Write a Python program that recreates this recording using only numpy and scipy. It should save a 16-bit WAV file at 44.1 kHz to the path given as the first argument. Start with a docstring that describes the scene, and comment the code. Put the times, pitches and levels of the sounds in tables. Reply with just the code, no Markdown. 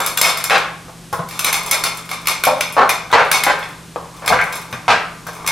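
"""A live kitchen: peppercorns are crushed under a metal saucepan on a plastic cutting board.
Corns snap and crumble, ringing the pan, while fine grit grinds under the cook's weight.
The base rocks down on the board with dull, chattering knocks and skids once.
An appliance hums behind it all, and a limiter holds the loudest blows."""
import sys
import numpy as np
from scipy import signal
from scipy.fft import rfft, irfft, next_fast_len
from scipy.io import wavfile
from scipy.ndimage import uniform_filter1d, map_coordinates

SR = 44100
rng = np.random.default_rng(int(sys.argv[2]) if len(sys.argv) > 2 else 0)


def to_wav(sig):
    """Store sig (one row per channel, or 1-D mono) as 16-bit WAV at the path in sys.argv[1].

    Samples outside -1..1 are clipped; the rate is SR.
    """
    pcm = np.clip(np.atleast_2d(sig), -1, 1) * 32767
    pcm = np.round(pcm).astype(np.int16)
    wavfile.write(sys.argv[1], SR, pcm.T)  # frames by channels


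N = 243240

# colour of the room air: (frequency [Hz], level [dB])
AIR_SPECTRUM = [(15, -64), (25, -5.5), (90, -4), (109, -28.5), (139, -1), (172, -2), (224, -5), (264, -5),
                (293, -4.5), (573, -14), (9270, -20), (13800, -29), (15000, -67)]
# appliance hum: (frequency [Hz], level [dB])
HUM_TONES = [(120, -49), (166.9, -43.5)]
# the kitchen's reverb tail: (frequency [Hz], time to fall 60 dB [s])
REVERB_TIMES = [(150, 0.52), (530, 0.52), (1400, 0.55), (3700, 0.49), (9700, 0.32), (15000, 0.19)]
# stereo width of the reverb: (frequency [Hz], side level [dB])
REVERB_WIDTH = [(100, -17), (500, -12.5), (4000, -8.5), (9000, -11)]
# saucepan resonances: (frequency [Hz], width [Hz], level [dB])
PAN_MODES = [(1170, 380, -1), (2184, 135, 3.5), (2422, 206, 1), (3580, 416, -1), (4340, 122, -0.5),
             (5190, 304, -0.5), (6093, 316, -1.5), (7382, 177, 1), (8980, 240, -0.5), (9830, 99, -0.5),
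             (11250, 55, -2), (12370, 130, -9), (13800, 150, -15)]
# skid resonances: (frequency [Hz], width [Hz], level [dB])
SQUEAL_MODES = [(690, 43, -11), (1570, 260, 1), (1900, 100, -4), (2200, 360, 0)]
# cutting board resonances: (frequency [Hz], width [Hz], level [dB])
PLASTIC_MODES = [(500, 48, 3), (670, 10, 9), (794, 90, 6.5), (970, 19, -22), (1075, 18, 9), (1570, 320, 9)]
# colour of the board under the pan: (frequency [Hz], level [dB])
BOARD_SPECTRUM = [(60, -25), (200, -16), (370, -13), (480, -2), (700, -1), (1100, 1), (1700, -4.5),
                  (3500, -4.5), (6000, 8.5), (12500, 24), (14500, -26)]
# colour of a bursting husk: (frequency [Hz], level [dB])
HUSK_SPECTRUM = [(100, -17.5), (300, -17), (550, -6.5), (1200, -1.5), (1800, -2.5), (3000, -3.5),
                 (6500, -9), (12500, 0.5), (13700, -14), (16000, -4.5)]
# the cook bears down on the pan: (start [s], end [s], level [dB])
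PRESS_CUES = [(0, 0.08, -24), (1.464, 1.874, -23), (2.238, 2.733, -31), (3.305, 3.52, -24),
              (4.282, 4.54, -24), (5.476, 5.52, -20.5)]
# the base skids over the plastic: (time [s], length [s], level [dB])
SKID_CUES = [(4.388, 0.039, -12)]
# the base meets the board: (time [s], level [dB], brightness [Hz], chatter length [s], thump [dB])
KNOCK_CUES = [(.002, -16, 1560, 0.017, -23), (0.5069, -7, 2800, 0.065, -9.5), (.883, -33, 1280, 0.017, -7),
              (1.128, -14.5, 1360, 0.012, -5), (1.193, -18, 1150, 0.0063, -1),
              (2.469, -7, 1000, 0.017, -16.5), (2.767, -7, 1530, 0.015, -33),
              (2.784, -3.5, 1450, 0.053, -29), (3.103, -25.5, 2000, 0.016, -25),
              (3.128, -3.5, 2200, 0.031, -17), (3.16, -7.5, 2080, 0.062, -14.5),
              (3.466, -7.5, 2320, 0.051, -10), (3.96, -14, 1170, .0025, -26),
              (4.223, -23.5, 1730, 0.071, -8), (4.303, -9, 890, 0.014, -3), (4.325, -6, 1810, 0.022, -18),
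              (4.727, -23, 1900, 0.018, 9.5), (4.881, -5.5, 2580, 0.058, -13.5),
              (5.267, -24, 1900, 0.028, -5)]
# corns burst, big ones with more weight below 5 kHz:
# (time [s], level [dB], weight [dB], crumble length [s])
CRACK_CUES = [(.003, -18.5, 3, 0.045), (.0622, -14.5, -4.5, .005), (.1737, -12.5, -1, 0.006),
              (.2139, -6.5, -0.5, 0.083), (.3722, -20.5, 0, 0.032), (.4402, -14.5, -2, 0.0052),
              (.4979, -13, 17, 0.0046), (.579, -20, 14, .003), (1.1276, -26, -8, 0.0024),
              (1.288, -28, -4, 0.0027), (1.31, -27.5, 9, 0.063), (1.392, -14.5, -1.5, 0.0026),
              (1.4455, -11.5, 1.5, 0.044), (1.5281, -12.5, -5, .006), (1.543, -16.5, 8, 0.019),
              (1.6617, -23.5, -10, 0.04), (1.7119, -9.5, -4, 0.032), (1.8381, -13, 0.5, 0.027),
              (1.9722, -27.5, -5, 0.013), (2.091, -26.5, 4, 0.016), (2.1135, -21, 10, 0.027),
              (2.257, -26, 11, .003), (2.2713, -12, 4, 0.0019), (2.2839, -13.5, -1, 0.034),
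              (2.437, -11.5, 7, 0.0035), (2.4515, -13.5, -0.5, 0.0055), (2.6084, -12, 7.5, .005),
              (2.724, -27.5, -9, 0.0033), (2.8926, -11, 7.5, 0.0062), (2.897, -16.5, 0, 0.0026),
              (3.1146, -25, 12, .003), (3.315, -8.5, 4, .06), (3.4366, -12, 3.5, 0.0051),
              (3.627, -25, 30, 0.0061), (4.261, -22.5, 4, .02), (4.2774, -11.5, 9, 0.012),
              (4.413, -25, 11, .004), (4.525, -25, 7, 0.044), (4.555, -27.5, -12, 0.0026),
              (4.727, -25, 14, 0.0033), (5.2685, -29.5, -7, 0.011), (5.464, -20.5, 2.5, 0.009),
              (5.475, -14, 1, 0.026)]

SIZE = 32768  # samples in each one-shot
T, HZ = np.arange(SIZE) / SR, np.fft.rfftfreq(SIZE, 1 / SR)


def amp(db):
    """Decibels to gain."""
    return 10 ** (np.asarray(db) / 20)


def unit_rms(x):
    """Scale to rms 1."""
    return x / np.sqrt(np.mean(x ** 2) + 1e-20)


def unit_energy(x):
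    """Scale to energy 1."""
    return x / (np.linalg.norm(x) + 1e-20)


def curve(points, hz):
    """Join (frequency [Hz], value) points on a log frequency axis."""
    freqs, values = np.transpose(points)
    return np.interp(np.log(hz + 1), np.log(freqs + 1), values)


def stereo(mid, side):
    """Mid and side to left and right."""
    return np.array([mid + side, mid - side])


def equalise(track, gain_at):
    """EQ a whole track with a gain that depends on frequency."""
    padded = next_fast_len(N + 8192)
    return irfft(rfft(track, padded) * gain_at(np.fft.rfftfreq(padded, 1 / SR)), padded)[..., :N]


def resonances(modes):
    """Power response of ringing modes with steep skirts."""
    return sum(amp(db) ** 2 * np.abs(HZ * width / (centre ** 2 - HZ ** 2 + 1j * HZ * width)) ** 3
               for centre, width, db in modes)


def causal(gain):
    """The minimum-phase response with this gain: it rings only after the blow."""
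    cepstrum = irfft(np.log(np.maximum(gain, 1e-6)))
    cepstrum[1:SIZE // 2] *= 2
    cepstrum[SIZE // 2 + 1:] = 0
    return np.exp(rfft(cepstrum))


def add(track, time, sound):
    """Mix in a stereo one-shot at a time in seconds."""
    start = max(0, round(time * SR))
    part = track[:, start:start + SIZE]
    part += sound[:, :part.shape[1]]


def grains(size, per_s, spread_db):
    """Sparse random clicks of uneven strength."""
    hits = rng.random(size) < per_s / SR
    return hits * rng.choice([-1, 1], size) * amp(spread_db * rng.standard_normal(size))


def stroke(length_s):
    """Pressure envelope: fast attack, hold, release."""
    return (1 - np.exp(-T / 0.0013)) / (1 + (T / max(length_s, 0.002)) ** 10)


def radiate(force, body, response):
    """A force drives a body through a room or EQ response; the loudest 5 ms have rms 1."""
    sound = irfft(rfft(force) * body * response)
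    power = uniform_filter1d(np.mean(sound ** 2, axis=0), size=220)
    return sound / np.sqrt(power.max())


def kitchen(tail_db, early_t60_s=0.11):
    """Stereo room response: direct sound, close counter-top reflections and a diffuse tail."""
    hz, t, noise = signal.stft(rng.standard_normal((2, SIZE)), SR, nperseg=256)
    decay = amp(-60 * t / curve(REVERB_TIMES, hz)[:, None])
    tail = signal.istft(noise * decay, SR, nperseg=256)[1][:, :SIZE]
    tail *= 1 - np.exp(-T / 0.0019)
    early = rng.standard_normal((2, SIZE)) * amp(-60 * T / early_t60_s)
    mid, side = rfft(amp(tail_db) * tail / np.linalg.norm(tail[0]) + early / np.linalg.norm(early[0]))
    return stereo(1 + mid, side * causal(amp(curve(REVERB_WIDTH, HZ))))  # the 1 is the direct sound


def room_tone(air_db=-41, side_db=-13):
    """The bed: steady kitchen air and an appliance's slightly unsteady hum."""
    mid, side = unit_rms(equalise(rng.standard_normal((2, N)), lambda hz: amp(curve(AIR_SPECTRUM, hz))))
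    t = np.arange(N) / SR
    drift = 0.14 * map_coordinates(rng.standard_normal(40), [t * 4])  # slow phase wander
    hum = sum(amp(db) * np.sqrt(2) * np.sin(2 * np.pi * hz * t + drift) for hz, db in HUM_TONES)
    return amp(air_db) * stereo(mid, amp(side_db) * side) + hum


def pan_colour(modes_db):
    """Husk spectrum with the pan's resonances standing out of it."""
    husk_power = amp(curve(HUSK_SPECTRUM, HZ)) ** 2
    return causal(np.sqrt(husk_power + amp(modes_db) ** 2 * resonances(PAN_MODES)))


def pressure_db(t, lean_db_per_s=81, ease_db_per_s=51):
    """The cook leans in, holds and eases off."""
    presses = [db - lean_db_per_s * np.maximum(start - t, 0) - ease_db_per_s * np.maximum(t - end, 0)
               for start, end, db in PRESS_CUES]
    return np.max(presses, axis=0)


def grit(pan, trim_db=-5):
    """Fine fragments grind under the rocking base, swelling with the pressure."""
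    swell = amp(pressure_db(np.arange(N) / SR) + trim_db)
    force = unit_rms(grains(N, per_s=1100, spread_db=4)) * swell
    dark_eq = causal(amp(curve([(400, 17.5), (1200, 5), (3000, -11), (13000, -23)], HZ)))
    grain_ring = unit_energy(irfft(pan * dark_eq * kitchen(tail_db=-14)))
    return signal.fftconvolve(force[None], grain_ring, axes=1)[:, :N]


def skids():
    """Quick uneven slips set the base squealing."""
    out = np.zeros((2, N))
    squeal = causal(np.sqrt(resonances(SQUEAL_MODES) / (1 + (HZ / 3200) ** 4)))
    for time, length, db in SKID_CUES:
        slips = grains(SIZE, per_s=720, spread_db=1.5) * stroke(length)
        add(out, time, amp(db) * radiate(slips, squeal, kitchen(tail_db=-1.5)))
    return out


def collapses(half_power_s=0.0061):
    """Each burst starts a collapse, weaker when it is brief: (time [s], length [s], level [dB])."""
    return [(time, length, db - 10 * np.log10(1 + (half_power_s / max(length, 0.001)) ** 2))
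            for time, db, _, length in CRACK_CUES]


def settlings(lag_s=0.013, trim_db=-10.5, bright_hz=1450, thump_db=-31):
    """The base sinks and chatters for as long as the corns crumble; rows like KNOCK_CUES."""
    return [(time + lag_s, db + trim_db, bright_hz, length, thump_db)
            for time, length, db in collapses()]


def knocks(trim_db=-1, chatter_db=-1, rasp_db=-13, rasp_hz=4000, thump_hz=132, thump_width_hz=70):
    """The base lands and chatters on the board; grit between them softens the hit and adds a rasp."""
    out = np.zeros((2, N))
    modes = resonances(PLASTIC_MODES) + resonances(PAN_MODES)
    board = amp(curve(BOARD_SPECTRUM, HZ)) * np.sqrt(amp(12) + modes)
    for time, db, bright_hz, chatter_s, thump_db in KNOCK_CUES + settlings():
        soft_contact = 1 / np.sqrt(1 + (HZ / bright_hz) ** 9)
        rasp = amp(rasp_db) * (bright_hz / 2000) ** 1.66 / (1 + (HZ / rasp_hz) ** 7)
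        thump = resonances([(thump_hz, thump_width_hz, thump_db + 9)])  # the counter gives underneath
        body = causal(np.sqrt((board * (soft_contact + rasp)) ** 2 + thump))
        chatter = unit_energy(grains(SIZE, per_s=1400, spread_db=3) * stroke(chatter_s))
        force = (T == 0) + amp(chatter_db) * np.sqrt(chatter_s / 0.0044) * chatter
        room = kitchen(tail_db=0, early_t60_s=0.06)
        add(out, time, amp(db + trim_db) * radiate(force, body, room))
    return out


def crunches(pan, lag_s=0.007, trim_db=-4.5):
    """A burst corn's neighbours give way just after it, in a duller run of small fractures."""
    out = np.zeros((2, N))
    muffled = pan * causal(amp(curve([(2500, -0.5), (5000, -2.5), (13000, -7.5)], HZ)))
    for time, length, db in collapses():
        fractures = grains(SIZE, per_s=1000, spread_db=3.5) * stroke(length)
        add(out, time + lag_s, amp(db + trim_db) * radiate(fractures, muffled, kitchen(tail_db=-0.5)))
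    return out


def chips(per_s=9, trim_db=-6, spread_db=1, weight_db=-4, gate_db=-42):
    """Small pieces snap at random, louder under pressure: (time [s], level [dB], weight [dB])."""
    time_jitter, level_jitter = rng.random((80, 2)).T
    times = (np.arange(80) + time_jitter) / per_s
    levels = pressure_db(times) + trim_db + spread_db * (2 * level_jitter - 1)
    return [(time, db, weight_db) for time, db in zip(times, levels) if time < N / SR and db > gate_db]


def cracks(pan, ring_db=-4, gentle_db=-29, crumble_db=-3, crumble_s=0.019, side_db=-15):
    """Each husk snaps in a dry, broad burst; the burst and the breaking pieces ring the pan."""
    out = np.zeros((2, N))
    burst = np.exp(-(T / 0.005) ** 2)
    husk = pan_colour(modes_db=-2)
    for time, db, weight_db, *_ in CRACK_CUES + chips():
        weight = causal(amp(weight_db / (1 + (HZ / 5000) ** 4)))
        mid, side = rng.standard_normal((2, SIZE)) * burst
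        snap = radiate(stereo(mid, amp(side_db) * side), husk, weight)
        pieces = unit_energy(grains(SIZE, per_s=1600, spread_db=6) * np.exp(-T / crumble_s))
        force = unit_energy(mid) + amp(crumble_db) * pieces
        ring = radiate(force, pan * weight, kitchen(tail_db=4.5))
        sharpness = 1 / (1 + amp(gentle_db - db))  # faint cracks are mostly ring
        add(out, time, amp(db) * (sharpness * snap + amp(ring_db) * ring))
    return out


def scene():
    """The crushing sits slightly left of centre, over the room tone."""
    pan = pan_colour(modes_db=8.5)
    crushing = cracks(pan) + crunches(pan) + knocks() + skids() + grit(pan)
    return crushing * amp([[0.5], [-0.5]]) + room_tone()


def record(dry, ceiling=0.64, release_db_per_s=60, top_hz=15700):
    """A limiter ducks on the 2 ms level and releases steadily; then a soft clip and a high cut."""
    level = np.sqrt(np.abs(uniform_filter1d(np.mean(dry ** 2, axis=0), size=88)))
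    over_db = 20 * np.log10(np.maximum(level / ceiling, 1))
    release_ramp = release_db_per_s * np.arange(N) / SR
    duck_db = np.maximum.accumulate(over_db + release_ramp) - release_ramp
    held = dry * amp(-duck_db)
    rounded = held / (1 + held ** 8) ** (1 / 8)
    return equalise(rounded, lambda hz: np.clip((top_hz - hz) / 900 + 0.5, 0, 1))


dry = scene()
out = record(dry)
to_wav(out)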